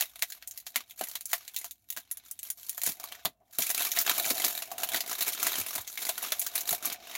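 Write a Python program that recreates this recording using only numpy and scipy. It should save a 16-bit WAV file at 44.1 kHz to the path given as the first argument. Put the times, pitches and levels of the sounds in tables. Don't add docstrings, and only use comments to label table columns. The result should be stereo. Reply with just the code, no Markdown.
import sys
import numpy as np
from scipy import signal
from scipy.fft import rfft, irfft
from scipy.io import wavfile
from scipy.ndimage import uniform_filter1d

SR = 44100
rng = np.random.default_rng(int(sys.argv[2]) if len(sys.argv) > 2 else 0)


def materialize(psi):
    bounded = np.clip(np.atleast_2d(psi).T, -1, 1)
    quanta = np.round(bounded * 32767).astype(np.int16)
    wavfile.write(sys.argv[1], SR, quanta)


N = 316197
TIME = np.arange(N) / SR
SIZE = 8192
AGE = np.arange(SIZE) / SR
HZ = np.maximum(np.fft.rfftfreq(SIZE, 1 / SR), 1)


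# (time [s], level [dB], body [dB], hollow [dB], ring [Hz])
SNAP_CUES = [ (.009, -8.5, -7.5, -19.5, 1930), (.024, -16.5, -6.5, -11.5, 2730),
             (.158, -31, -3.5, -13.5, 3530), (0.193, -32.5, -4, -17, 9500), (.223, -11, -1.5, -22, 2000),
             (.23, -19.5, -5, -9, 1680), (.322, -23.5, -1.5, -27, 1650), (.425, -35.5, 4.5, -12, 1530),
             (0.475, -22, -20, -50, 8600), (.511, -27, -13, -41, 6500), (.576, -24, -12, -35, 4700),
             (0.601, -32.5, -11, -38, 4300), (.667, -26, -1, -12, 5580), (0.759, -9, -3.5, -14, 2200),
             (.806, -32, -2, -6, 3490), (0.909, -32, -7.5, -43, 3280), (1.012, -23.5, 1, -6, 1580),
             (1.039, -23.5, -7, -18, 11100), (1.086, -22, -32, -18, 5080), (1.155, -19.5, -2.5, -12.5, 930),
             (1.209, -25.5, -8, -22, 9200), (1.256, -17.5, -25, -39, 4700), (1.332, -9, -5, -7, 1940),
             (1.479, -29, -2, -21.5, 8100), (1.564, -15, -8.5, -53, 4000), (1.587, -23, -14, -42, 9500),
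             (1.644, -21.5, -10.5, -14, 1000), (1.71, -24.5, -16.5, -46, 3880),
             (1.903, -17.5, -16, -35, 3680), (1.925, -26.5, -7, -23, 10600), (1.965, -25, -5, -10, 1590),
             (1.973, -22.5, -6.5, -8.5, 1570), (2.113, -18, -16.5, -28, 11000),
             (2.172, -30.5, -10.5, -20, 11100), (2.312, -20.5, -23.5, -33, 10100),
             (2.391, -27, -7, -44, 8300), (2.431, -25.5, -9, -22, 11500), (2.502, -16, -14.5, -28, 9600),
             (2.695, -18.5, -13, -46, 9550), (2.779, -21.5, -11.5, -10, 1800),
             (2.817, -17.5, -10, -22, 1810), (2.835, -13.5, -15, -22, 8460), (2.864, -10.5, -13, -22, 6450),
             (2.874, -16.5, -3.5, -15, 8400), (2.891, -19, -10, -19, 5500), (2.999, -26.5, -9, -7.5, 5270),
             (3.04, -22, -5.5, -6.5, 1140), (3.123, -30, 0.5, -5, 2960), (3.148, -43.5, 3, 4, 1420),
             (3.25, -17.5, -15, -6, 910), (3.255, -13, -2, -6.5, 3500), (3.586, -13.5, -7, -18.5, 11700),
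             (3.622, -15, -3.5, -22, 6240), (3.702, -11.5, -10.5, -14, 1900), (3.807, -18, -2, -4.5, 1420),
             (3.849, -18.5, -6, -20, 5080), (3.917, -13.5, -5.5, -45, 5750), (3.972, -21, 2.5, -0.5, 2070),
             (3.988, -7, -13, -22, 4940), (4.014, -13, -8.5, -21, 1450), (4.077, -19.5, 4, 0, 2700),
             (4.097, -12, -2, -7, 1010), (4.18, -15.5, -29, -5, 1540), (4.245, -24, 2, -18, 2330),
             (4.305, -11.5, -4.5, -13, 5160), (4.442, -19.5, 3, -3.5, 6650), (4.447, -8.5, -14, -32, 4900),
             (4.622, -20.5, -7.5, -9, 2750), (4.716, -22.5, -7.5, -3, 780), (4.782, -23.5, -4, -7.5, 9500),
             (4.834, -12.5, -7.5, -9.5, 2920), (4.889, -18.5, -6, -10, 3230), (4.945, -20, 3, -1, 1500),
             (4.961, -18, -2.5, -19, 4870), (5.006, -15, -5.5, -20, 4700), (5.116, -20, -7.5, -3, 1860),
             (5.208, -14, -8, -18, 3900), (5.223, -14, -6, -22, 4080), (5.288, -17.5, -8, -16, 9500),
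             (5.332, -23, 1.5, -28, 9200), (5.429, -11.5, -11.5, -15.5, 1290), (5.468, -10, -8, -10, 2060),
             (5.753, -18.5, -10, -8.5, 8700), (5.782, -28.5, -2, 3.5, 9500), (5.813, -25, -16, -17, 1040),
             (5.876, -25, -5, -25, 6400), (5.975, -22, 1.5, -13, 2130), (6.092, -14.5, -3, -11, 8200),
             (6.179, -19, -6, -11, 1400), (6.227, -18, -20, -9, 1280), (6.321, -13, -0.5, -8.5, 1430),
             (6.395, -15, -20, -45, 10700), (6.416, -17.5, -6, -40, 7750), (6.465, -14, -9, -20, 1510),
             (6.555, -15, -2.5, -17, 9900), (6.608, -17.5, -17, -39, 5700), (6.708, -12, -15, -22, 1160),
             (6.855, -11.5, -22, -20, 1320), (6.926, -19.5, -11, -30, 2750),
             (7.152, -20.5, -3, -11.5, 2320)]

def snaps(direct_db=-2, t60=0.068, mode_db=7.5, mode_octaves=0.2, level_db=-2.0):
    band_widths_hz = np.diff([550, 1500, 5000, 16000])
    burst_db = 10 * np.log10(0.001 * SR * SR / 2 / band_widths_hz)
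    out = np.zeros((2, N))
    for s, db, body_db, hollow_db, hz in SNAP_CUES:
        low, mid, high = db + np.array([hollow_db, body_db, 0]) + burst_db
        shape = [(100, low - 18), (480, low - 8), (650, low), (1250, low),
                 (1900, mid), (4200, mid), (6200, high), (16000, high)]
        shape_db = contour(shape, HZ) + resonance(hz, mode_db, mode_octaves) + level_db
        attack_db = direct_db + np.interp(s, [3.4, 3.8], [0.2, -2.8])
        add(out, s, facet(shape_db, attack_db, t60))
    return out


def facet(shape_db, direct_db, t60, ripple_db=2, pan_db=0.75, flutter=0.35):
    knots_hz = np.geomspace(500, 16000, num=40)
    ripple = even(np.interp(HZ, knots_hz, ripple_db * rng.standard_normal(len(knots_hz))))
    flip = rng.standard_normal(SIZE) * fade(AGE, t60=0.0035) * flutter
    flip[0] += 1
    flat_flip = np.exp(1j * np.angle(rfft(flip)))
    lag_s = (0.079 + 0.055 * rng.standard_normal()) / 1000
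    delays_s = np.maximum([[-lag_s], [lag_s]], 0)
    direct = undb(direct_db) * flat_flip * np.exp(-2j * np.pi * HZ * delays_s)
    scatter = undb(contour([(2000, -3), (7000, 0.02)], HZ))
    ring = scatter * rfft(unit(burst(AGE, t60, rise_s=0.00052)))
    response = irfft((direct + ring) / np.hypot(undb(direct_db), scatter))
    response *= AGE < .9 * AGE[-1]
    pan = undb(pan_db * rng.standard_normal() * np.array([[1], [-1]]))
    return pan * convolve(pulse(shape_db + ripple), response)


def crackle(rate_per_s=750, rate_at_db=-33, spread_db=8.0, direct_db=-1.0, t60=0.052, pitch_count=18):
    strength, dullness, sliding = hand_effort()
    per_second = rate_per_s * np.sqrt(strength / undb(rate_at_db))
    fires = rng.random(N) < per_second / SR
    creases = fires * undb(spread_db * np.minimum(rng.exponential(size=N), 4))
    creases /= np.sqrt(np.abs(uniform_filter1d(creases ** 2, int(.03 * SR))) + 1e-6)
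    creases *= np.sqrt(1 - sliding)
    hiss = np.sqrt(undb(-6) ** 2 + sliding)
    which_facet = rng.integers(0, pitch_count, N)
    # (frequency [Hz], gain [dB])
    pop_eq = [(60, -18.0), (170, -8.5), (380, 1.5), (700, 0.5), (1300, 1.5), (2200, 3.0),
              (4200, 0), (6500, -3.0), (16000, -28.5)]
    tick_eq = [(100, -23), (2500, -24.5), (4200, 1), (6000, 2.0), (11000, 4.0), (16000, -1.0)]
    layers = [(pop_eq, dullness, (900, 4900), 11.5), (tick_eq, 1, (5000, 15000), 5)]
    out = np.zeros((2, N))
    for eq, share, range_hz, mode_db in layers:
        shape_db = contour(eq, HZ)
        drive = strength * share / np.sqrt(1 + dullness ** 2)
        for k, hz in enumerate(np.linspace(*range_hz, pitch_count)):
            pitched_db = even(shape_db + resonance(hz, mode_db, octaves=0.11))
            out += convolve(creases * drive * (which_facet == k), facet(pitched_db, direct_db, t60))
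        out += convolve(hiss * drive * rng.standard_normal(N), facet(even(shape_db), direct_db, t60))
    return taut_paper(out)


# (start [s], hold [s], level [dB], dullness [dB])
PULL_CUES = [(0.294, 0.0062, -41.5, -12), (.352, .01, -49, -4), (0.544, 0.027, -51, -8),
             (0.674, .005, -43, -13), (0.743, 0.023, -50, 5.5), (0.778, 0.0084, -41, 8),
             (0.892, .015, -52, -5), (0.988, 0.022, -39, -9.5), (1.035, 0.12, -43.5, -5),
             (1.298, 0.059, -38.5, -12), (1.545, 0.12, -44, -7), (1.892, .01, -52.5, -9),
             (1.976, .005, -41.5, -4), (2.255, 0.018, -49.5, -8), (2.45, 0.027, -44, -8.5),
             (2.582, 0.27, -46.5, -10.5), (2.841, 0.066, -33, -9.5), (3.002, 0.15, -48.5, 1),
             (3.532, 0.027, -47, -8), (3.597, 0.12, -31, -9), (3.749, 0.12, -29, -4.5),
             (3.956, 0.049, -29.5, -3), (4.064, .05, -27.5, 0.5), (4.153, 0.051, -29, -3.5),
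             (4.241, 0.081, -28.5, -6.5), (4.361, 0.14, -31.5, -2), (4.547, 0.043, -35, -3.5),
             (4.793, 0.067, -37, -5), (4.928, 0.038, -28.5, -1.5), (5.077, 0.066, -33.5, -6.5),
             (5.191, 0.038, -31.5, -6), (5.267, 0.012, -26.5, -4.5), (5.327, 0.0079, -34, -19),
             (5.398, 0.2, -32.5, -5), (5.583, 0.024, -30.5, -9), (5.666, 0.035, -34, -8.5),
             (5.731, 0.053, -35, -5.5), (5.883, 0.07, -43, -12), (6.002, 0.095, -32.5, -6),
             (6.224, 0.041, -34, -2), (6.253, 0.011, -42, 2), (6.42, 0.017, -38, -14),
             (6.556, 0.039, -31.5, -6.5), (6.677, 0.063, -28.5, -7.5), (6.835, 0.049, -32.5, -3.5),
             (6.903, 0.022, -37.5, 8)]
# (time [s], level [dB], dullness [dB])
GRIP_RIDE = [(0, -34.5, -2), (.12, -58, -4), (.36, -60, 0), (.85, -65.5, 0), (1.239, -78, -2),
             (1.39, -50, 1), (1.72, -65.5, -9), (1.8, -72, -8.5), (2.2, -61, 10), (2.55, -64, -19),
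             (3.2, -52.5, 6), (3.36, -88, -1.5), (3.68, -43, -3.5), (4.5, -36, -13), (4.74, -50.5, 0),
             (5.55, -35.5, 6), (5.85, -50.5, 2), (6.3, -41, -4), (6.99, -54, 8), (7.1, -41.5, 3)]

def hand_effort(swarm_db=-32, swarm_dull_db=-8.5, sliding_share=0.29):
    t = np.arange(0, TIME[-1], 0.001)
    s, grip_db, grip_dull_db = np.transpose(GRIP_RIDE)
    grip_db = np.interp(t, s, grip_db)
    parts = [(grip_db, np.interp(t, s, grip_dull_db))]
    for start, hold, db, dull_db in PULL_CUES:
        parts.append((db + swell(t, start, hold, rise=798.5, fall=438.5), dull_db))
    for start, db, *_ in SNAP_CUES:
        parts.append((db + swarm_db + swell(t, start, 0, rise=1098.5, fall=448.5), swarm_dull_db))
    power = sum(undb(db) ** 2 for db, _ in parts)
    dullness_db = sum(undb(db) ** 2 * dull_db for db, dull_db in parts) / power
    sliding = sliding_share * undb(grip_db) ** 2 / power
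    return [np.interp(TIME, t, control) for control in (np.sqrt(power), undb(dullness_db), sliding)]


def taut_paper(x, edge_hz=900, opens_s=3.7, loose_s=5, bass_cut=0.45):
    bass = signal.sosfiltfilt(signal.butter(2, edge_hz, fs=SR, output="sos"), x)
    return x - bass * np.interp(TIME, [opens_s, loose_s], [bass_cut, 0])


# (time [s], level [dB], pitch [Hz], width [octaves])
BUMP_CUES = [(0.762, -47, 247, 0.23), (1.009, -22.5, 640, 0.73), (1.011, -37.5, 276, 0.69),
             (1.972, -49, 260, 0.51), (2.869, -30, 310, 1.9), (2.889, -33, 203, 1.8),
             (3.254, -30.5, 150, 1.7), (3.587, -25.5, 240, 2.6), (4.307, -24, 340, 0.61),
             (4.45, -28.5, 320, 1.1), (4.944, -28, 220, 2.1), (5.581, -31.5, 307, 0.78),
             (5.598, -38.5, 92, 0.36), (5.759, -35, 280, 1.9), (5.785, -42.5, 70, 0.62),
             (6.09, -27, 710, 0.27), (6.717, -31, 300, 2.3), (6.73, -27, 750, 0.28), (6.872, -35, 230, 2.1)]

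def finger_bumps(t60=0.092, t60_at_hz=250, damping=0.39, soft_hz=1500, level_db=1):
    rolloff_db = -20 * np.log10(1 + (HZ / soft_hz) ** 2)
    out = np.zeros((2, N))
    for s, db, hz, octaves in BUMP_CUES:
        peak_db = -20 * np.log10(1 + (np.log2(HZ / hz) / octaves) ** 2)
        push = burst(AGE, t60 * (t60_at_hz / hz) ** damping, rise_s=0.00022)
        thump = convolve(pulse(peak_db + rolloff_db), push)
        add(out, s, thump / np.abs(thump).max() * undb(db + level_db))
    return out


# (time [s], level [dB])
RUB_RIDE = [(0, -77), (1.048, -72.5), (1.799, -88), (2.701, -77), (3.05, -57), (3.351, -72.5), (3.6, -70.5),
            (4.35, -41.5), (4.66, -58.5), (4.78, -44), (4.9, -51), (5.92, -82), (6.1, -58.5), (7.17, -54)]

def skin_rub(hollow_hz=725, width_hz=160, uneven_db=4, grip_s=0.017, level_db=-4):
    s, db = np.transpose(RUB_RIDE)
    grips = np.arange(0, TIME[-1], grip_s)
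    stick_slip_db = uneven_db * np.interp(TIME, grips, rng.standard_normal(len(grips)))
    friction = diffuse(N) * undb(np.interp(TIME, s, db) + stick_slip_db + level_db)
    hollow = unit(np.sin(2 * np.pi * hollow_hz * AGE) * np.exp(-np.pi * width_hz * AGE))
    return convolve(friction, hollow[None])


# (frequency [Hz], gain [dB])
LEFT_EQ = [(40, -12), (260, -1), (530, -7), (695, 5), (920, -5), (1070, -1.5), (1300, -2.5), (2900, 2.5),
           (4000, 5), (5000, -1), (7000, 5), (8400, -5.5), (12000, 3), (15500, 4)]
RIGHT_EQ = [(40, -9), (350, -6.5), (560, -9), (700, 3), (830, -10.5), (1000, -1), (1200, -6), (2000, -4),
            (3500, -7.5), (5200, -8.5), (8000, -7), (11800, 4.5), (15500, -2)]

def desk_and_ports(x):
    return convolve(x, np.array([pulse(contour(eq, HZ)) for eq in (LEFT_EQ, RIGHT_EQ)]))


def room_reverb(x, t60=0.12, wet_db=-22, dull_hz=6000):
    tail = burst(np.arange(SR // 2) / SR, t60, rise_s=0.002)
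    pole = np.exp(-2 * np.pi * dull_hz / SR)
    return x + undb(wet_db) * convolve(x, unit(signal.lfilter([1], [1, -pole], tail)))


# (frequency [Hz], relative level [dB])
ROOM_TONE_EQ = [(20, -34), (40, -17), (56, 7.5), (75, -1), (102, 2.5), (135, -9), (280, -6), (450, -27),
                (700, -18.5), (1000, -31.5), (4000, -36.5), (16000, -26.5)]

def room_tone(level_db=-76):
    hz = np.maximum(np.fft.rfftfreq(N, 1 / SR), 1)
    noise = irfft(rfft(diffuse(N)) * undb(contour(ROOM_TONE_EQ, hz)), N)
    return unit(noise) * np.sqrt(N) * undb(level_db)


def undb(db):
    return 10 ** (np.asarray(db) / 20)


def unit(x):
    return x / np.sqrt(np.sum(x ** 2, axis=-1, keepdims=True))


def even(db):
    return db - 10 * np.log10(np.mean(undb(db) ** 2))


def fade(age, t60):
    return np.exp(-np.log(1000) * age / t60)


def swell(t, start, hold, rise, fall):
    return -rise * np.maximum(start - t, 0) - fall * np.maximum(t - start - hold, 0)


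def contour(points, hz):
    f, db = np.transpose(points)
    return np.interp(np.log(hz), np.log(f), db)


def resonance(hz, db, octaves, drawn=0.21):
    away = (np.log2(HZ / hz) / octaves) ** 2
    return db * ((1 + drawn) / (1 + away) - drawn / (1 + away / 25))


def pulse(db):
    cepstrum = irfft(db * np.log(10) / 20)
    cepstrum[1:SIZE // 2] *= 2
    cepstrum[SIZE // 2 + 1:] = 0
    return irfft(np.exp(rfft(cepstrum)))


def diffuse(size, split_hz=2200):
    mid, side = rfft(rng.standard_normal((2, size)))
    likeness = 0.75 / (1 + (np.fft.rfftfreq(size, 1 / SR) / split_hz) ** 2)
    mid, side = mid * np.sqrt(1 + likeness), side * np.sqrt(1 - likeness)
    return irfft(np.array([mid + side, mid - side]), size)


def burst(age, t60, rise_s):
    return diffuse(len(age)) * fade(age, t60) * (1 - np.exp(-age / rise_s))


def convolve(x, response):
    return signal.fftconvolve(np.atleast_2d(x), response, axes=1)[:, :x.shape[-1]]


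def add(out, s, sound):
    i = int(np.clip(s * SR, 0, N - 1))
    out[:, i:i + sound.shape[-1]] += sound[..., :N - i]


def scene():
    foley = snaps() + crackle() + finger_bumps() + skin_rub()
    return desk_and_ports(room_reverb(foley)) + room_tone()


def record(dry, top_hz=15900):
    return signal.sosfilt(signal.ellip(10, .2, 70, top_hz, fs=SR, output="sos"), dry)


dry = scene()
out = record(dry)
materialize(out)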